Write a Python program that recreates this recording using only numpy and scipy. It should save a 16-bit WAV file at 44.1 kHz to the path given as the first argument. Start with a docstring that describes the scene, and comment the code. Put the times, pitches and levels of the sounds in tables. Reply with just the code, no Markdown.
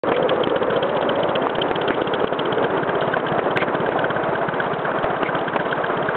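"""A miniature steam locomotive on a narrow track, close up, the microphone riding along above its roof.
About sixteen exhaust beats a second thump, ring and hiss in the chimney over the roar of wheels on rail.
Couplings knock and scrape, loose fittings tick, and the recorder's gain ducks after each hard knock.
Between 2 and 3 s the microphone sinks into the cab: less hiss, more ring from chimney and cab sheets."""
import sys
import numpy as np
from scipy import signal
from scipy.fft import rfft, irfft
from scipy.io import wavfile
from scipy.ndimage import uniform_filter1d

SR = 44100
rng = np.random.default_rng(int(sys.argv[2]) if len(sys.argv) > 2 else 0)


def to_wav(sig):
    """Store sig (one row per channel, or 1-D mono) as 16-bit WAV at the path in sys.argv[1].

    Samples outside -1..1 are clipped; the rate is SR.
    """
    pcm = np.clip(np.atleast_2d(sig), -1, 1) * 32767
    pcm = np.round(pcm).astype(np.int16)
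    wavfile.write(sys.argv[1], SR, pcm.T)  # frames by channels


N = 271656
TIME = np.arange(N) / SR

# microphone position: t/s, depth (0 above the roof, 1 inside the cab)
MIC_DEPTH = [(0, 0.2), (2.0, 0.13), (2.45, .35), (2.9, 0.97), (3.5, 1), (6.16, 0.98)]
# rumble of the frames: t/s, level/dB
FRAME_LEVEL = [(0, -20.5), (.4, -24), (2.7, -24), (3.2, -25), (3.8, -23), (4.25, -26.5), (6.16, -26.5)]
# the wheels drone on the straight and fade in the bend: t/s, f/Hz, level/dB
WHEEL_DRONE = [(0, 506, -23.5), (.6, 508, -24.5), (1.25, 586, -26), (1.45, 502.2, -34), (2.9, 419.2, -28.5),
               (3.3, 408.5, -43.5), (6.16, 419.5, -46)]
# driving wheels: t/s, speed/(turns per s)
WHEEL_SPEED = [(0, 3.6635), (.8, 3.776), (1.7, 3.8141), (2.8, 4.0356), (3.8, 4.1875), (4.3, 4.0081),
               (5, 3.98), (5.5, 4.1186), (6.16, 3.9888)]
# unevenly set valves make the four beats limp: wheel position/turns
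BEAT_PHASES = [.092, .339, .623, .844]
# the same four beats: thump/dB, chimney ring/dB, blast-pipe hiss/dB
BEAT_LEVELS = [(-26, -27, -21.5), (-28.5, -33, -29), (-24.5, -29, -23), (-25, -29.5, -27)]
# strength of the exhaust, fullest through the bend: t/s, level/dB
EXHAUST_EFFORT = [(0, 0.5), (1.5, 0), (2.0, 1), (3.4, 1.5), (4.6, 0.65), (6.16, 0.1)]
# jolts of the running gear: t/s, blow/dB, blow f/Hz, steel crack/dB, clatter/dB, deep thud/dB
JOLTS = [(.119, 0.5, 517, -24, -7.5, -48), (.4734, -3, 353, -12, -18, -32), (1.011, -7, 715, -32, -30, -38),
         (1.4696, 0, 950, -24, -19, -33), (1.585, -2.5, 560, -19, -20, -25),
         (1.713, -5, 380, -10.5, -16.5, -27.5), (1.9066, -4.5, 337.8, -11, -13.5, -38),
         (2.0204, -4, 386, -37, -21, -31), (2.244, 1, 400, -15, -12, -19), (2.3256, -7, 590, -34, -33, -33),
         (3.0168, -6, 597, -29, -24, -38), (3.168, -7, 907, -22, -15.5, -38),
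         (3.3921, -1.5, 508, -21, -11.5, -35.5), (3.574, -4.5, 413, -4, -11.5, -37),
         (3.8903, -4, 490, -17.5, -22.5, -33), (5.043, -17, 483, -17, -20, -24),
         (5.2328, -5, 349, -12, -22, -22), (5.561, -5, 604, -15.5, -10.5, -30)]
# short steel scrapes: t/s, level/dB, half length/s
STEEL_RUBS = [(0.147, -25, 0.0084), (1.926, -32, 0.015), (3.617, -24.5, 0.015), (3.919, -34.5, 0.017),
              (5.264, -26.5, 0.013)]
# the clearest ticks of loose fittings: t/s, level/dB
FITTING_TICKS = [(1.01, -30), (3.01, -31.5), (3.284, -33), (5.031, -32.5), (5.388, -34), (5.713, -34)]
# spectra of the sources at the microphone: f/Hz, relative level/dB
FRAME_SPECTRUM = [(20, -46.5), (45, -42), (70, -26), (100, -15.5), (160, -14.5), (240, -5.5), (330, -2),
                  (410, 1.5), (500, 0), (620, -4), (900, -15), (1400, -22.5), (2500, -44.5), (4500, -84)]
RAIL_SPECTRUM = [(300, -25), (650, 0.5), (950, 3), (1300, -0.5), (1650, -5.5), (2000, -11.5), (2600, -18),
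                 (3300, -25), (3800, -31.5), (4500, -60.5)]
BLAST_SPECTRUM = [(300, -36), (600, -20.5), (1200, -7), (2000, -8.5), (2650, -3.5), (2950, 2), (3180, 8),
                  (3450, -2.5), (3800, -14.5), (4500, -34)]
CRACK_SPECTRUM = [(60, -40), (200, -12), (700, 0), (1600, -1), (2700, -8), (3600, -17), (4500, -44)]
CLATTER_SPECTRUM = [(40, -40), (150, -10), (400, 0), (1000, -1), (1800, -8), (2700, -14), (3500, -22),
                    (4500, -50)]
SCRAPE_SPECTRUM = [(1000, -40), (1500, -16), (1900, -4), (2200, 0), (2600, -11), (3100, -12), (3800, -24),
                   (4500, -50)]
FITTING_SPECTRUM = [(2200, -25), (2900, 3), (3450, -2), (3800, -6.5), (4400, -39)]


def gain_of(db):
    """Decibels to a factor."""
    return 10 ** (np.asarray(db) / 20)


def unit_rms(x):
    """Scales to rms 1."""
    return x / np.sqrt(np.mean(x ** 2) + 1e-20)


def follow(rows, times=TIME):
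    """The columns of a curve at the given times."""
    row_times, *columns = np.transpose(rows)
    return [np.interp(times, row_times, column) for column in columns]


def coloured(x, spectrum):
    """Gives x a spectrum, at rms 1."""
    f, db = np.transpose(spectrum)
    hz = np.fft.rfftfreq(N, 1 / SR)
    response = gain_of(np.interp(np.log(hz + 1), np.log(f), db))
    return unit_rms(irfft(rfft(x) * response, N))


def noise(spectrum):
    """Steady coloured noise of rms 1."""
    return coloured(rng.standard_normal(N), spectrum)


def drift(below_hz):
    """A smooth random wander of rms 1."""
    slow = np.fft.rfftfreq(N, 1 / SR) < below_hz
    return unit_rms(irfft(rfft(rng.standard_normal(N)) * slow, N))


def sparse_kicks(per_s, spread_db):
    """Random kicks of random sign, a few much larger than the rest."""
    size, chance, sign = rng.exponential(1, N), rng.random(N), rng.choice([-1, 1], N)
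    return sign * gain_of(spread_db * np.minimum(size, 3)) * (chance < per_s / SR)


def fuzzy_tone(hz, width_hz):
    """Turbulence in a resonance that can move."""
    pole = np.exp(-np.pi * width_hz / SR)
    turbulence = rng.standard_normal(N) + 1j * rng.standard_normal(N)
    flutter = signal.lfilter([1], [1, -2 * pole, pole * pole], turbulence)
    cycles = np.cumsum(hz * np.ones(N)) / SR
    return unit_rms((flutter * np.exp(2j * np.pi * cycles)).real)


def swell(t, rise_s, fall_s):
    """A rounded burst that peaks at t = 0."""
    return np.exp(-.5 * (t / np.where(t < 0, rise_s, fall_s)) ** 2)


def repeat(times, db, shape):
    """Plays a shape, centred on each time, at each level."""
    kicks = np.zeros(N)
    kicks[np.clip(np.round(times * SR).astype(int), 0, N - 1)] = gain_of(db)
    return signal.oaconvolve(kicks, shape, "same")


def low_passed(x, hz):
    """A steep low-pass."""
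    return signal.oaconvolve(x, signal.firwin(511, hz, window=("kaiser", 9), fs=SR), "same")


def rolling(grit_db=-7, lumpy_db=1.5, surge_db=2.5, sheets_hz=655):
    """Rough rail under the microphone shakes wheels, frames and cab sheets; grit crackles in the roar."""
    rumble_db, = follow(FRAME_LEVEL)
    drone_hz, drone_db = follow(WHEEL_DRONE)
    in_cab, = follow(MIC_DEPTH)
    sheets_db, rail_db = -37 + 7.5 * in_cab, -27 + .38 * in_cab
    bumps = gain_of(lumpy_db * drift(below_hz=22))
    grit = gain_of(grit_db) * unit_rms(sparse_kicks(per_s=770, spread_db=2.5))
    rumble = gain_of(rumble_db) * noise(FRAME_SPECTRUM)
    rails = gain_of(rail_db) * coloured(rng.standard_normal(N) + grit, RAIL_SPECTRUM)
    drone = gain_of(drone_db + surge_db * drift(below_hz=24)) * fuzzy_tone(drone_hz, width_hz=133)
    sheets = gain_of(sheets_db + surge_db * drift(below_hz=11)) * fuzzy_tone(sheets_hz, width_hz=203)
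    return bumps * (rumble + rails + drone + sheets)


def exhaust(thump_hz=162, chimney_hz=1535):
    """Four beats a wheel turn: each shoves the chimney's air, rings its pipe and hisses in the nozzle."""
    speed, = follow(WHEEL_SPEED)
    turns = np.cumsum(speed) / SR
    beat_turns = np.add.outer(np.arange(np.ceil(turns[-1])), BEAT_PHASES).ravel()
    times = np.interp(beat_turns[beat_turns < turns[-1]], turns, TIME)
    in_cab, = follow(MIC_DEPTH, times)
    effort_db, = follow(EXHAUST_EFFORT, times)
    cab_db, spread_db = [1.5, 5, -11], [2.0, 2.4, 1.75]  # thump, ring, hiss
    scatter_db = rng.standard_normal((len(times), 3)) * spread_db
    beat_db = np.resize(BEAT_LEVELS, scatter_db.shape) + np.outer(in_cab, cab_db) + scatter_db
    thump_db, ring_db, hiss_db = beat_db.T + effort_db
    t = np.arange(-SR // 20, SR // 20 + 1) / SR
    shove = -np.cos(2 * np.pi * thump_hz * t) * swell(t + .002, rise_s=.0031, fall_s=.0062)
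    thump = repeat(times, thump_db, shove)
    ring = repeat(times, ring_db, swell(t, rise_s=.0045, fall_s=.004))
    puff = repeat(times, hiss_db, swell(t + .001, rise_s=.0027, fall_s=.0044))
    return thump + ring * fuzzy_tone(chimney_hz, width_hz=240) + puff * noise(BLAST_SPECTRUM)


def knocks(rise_cycles=.24, fall_cycles=.77):
    """Slack taken up: one hard push and rebound with a crack and a thud, then a short steel clatter."""
    blows, cracks, clatter = np.zeros((3, N))
    for at_s, blow_db, hz, crack_db, clatter_db, thud_db in JOLTS:
        near = slice(round(at_s * SR) - SR // 20, round(at_s * SR) + SR // 20)
        t = TIME[near] - at_s
        push = np.sin(2 * np.pi * hz * t) * swell(t, rise_cycles / hz, fall_cycles / hz)
        thud = swell(t, rise_s=.001, fall_s=.0016)
        blows[near] -= gain_of(blow_db) * push + gain_of(thud_db) * thud
        cracks[near] += gain_of(crack_db) * swell(t, rise_s=.0005, fall_s=.001)
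        clatter[near] += gain_of(clatter_db) * swell(t - .001, rise_s=.001, fall_s=.008)
    return blows + cracks * noise(CRACK_SPECTRUM) + clatter * noise(CLATTER_SPECTRUM)


def scrapes():
    """Steel rubs on steel as the train settles after a jolt."""
    rub = sum(gain_of(db) * swell(TIME - at_s, half_s, half_s) for at_s, db, half_s in STEEL_RUBS)
    return rub * noise(SCRAPE_SPECTRUM)


def fittings(jingle_db=-50):
    """Loose rods and fittings: a few clear ticks over a faint, busy jingle."""
    times, db = np.transpose(FITTING_TICKS)
    tick = swell(np.arange(-SR // 50, SR // 50 + 1) / SR, rise_s=.0008, fall_s=.0059)
    kicks = abs(sparse_kicks(per_s=70, spread_db=3))
    jingle = gain_of(jingle_db) * unit_rms(signal.oaconvolve(kicks, tick, "same"))
    return (repeat(times, db, tick) + jingle) * noise(FITTING_SPECTRUM)


def distortion_click(at_s=3.5738, level_db=-25):
    """A faint, thin, high click of recorder distortion at the sharpest knock."""
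    impulse = signal.unit_impulse(N, round(at_s * SR))
    click = coloured(impulse, [(2000, -16), (4500, 0), (8000, -1), (15000, -14)])  # f/Hz, level/dB
    return gain_of(level_db) * click / abs(click).max()


def scene():
    """The engine in mono, from a microphone that travels with it."""
    return (rolling() + exhaust() + knocks() + scrapes() + fittings())[None]


def record(dry, limit_db=-15, attack_s=.0018, recover_db_per_s=170, ceiling=.75):
    """Fast gain control ducks after loud peaks; the band is narrow but for one click of distortion."""
    mic = dry[0]
    power_db = 10 * np.log10(abs(uniform_filter1d(mic ** 2, size=130)) + 1e-12)
    recovery_db = TIME * recover_db_per_s
    held_db = np.maximum.accumulate(power_db + recovery_db) - recovery_db
    over_db = np.maximum(held_db - limit_db, 0)
    pole = np.exp(-1 / (attack_s * SR))
    duck_db = signal.lfilter([1 - pole], [1, -pole], over_db)
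    ducked = mic / gain_of(duck_db) * (TIME > .036)  # opens on an instant of silence
    rounded = ducked / (1 + (ducked / ceiling) ** 6) ** (1 / 6)  # the tips of the peaks round off
    narrow = low_passed(rounded, hz=4530)
    return low_passed(narrow + distortion_click(), hz=15300)[None]


dry = scene()
out = record(dry)
to_wav(out)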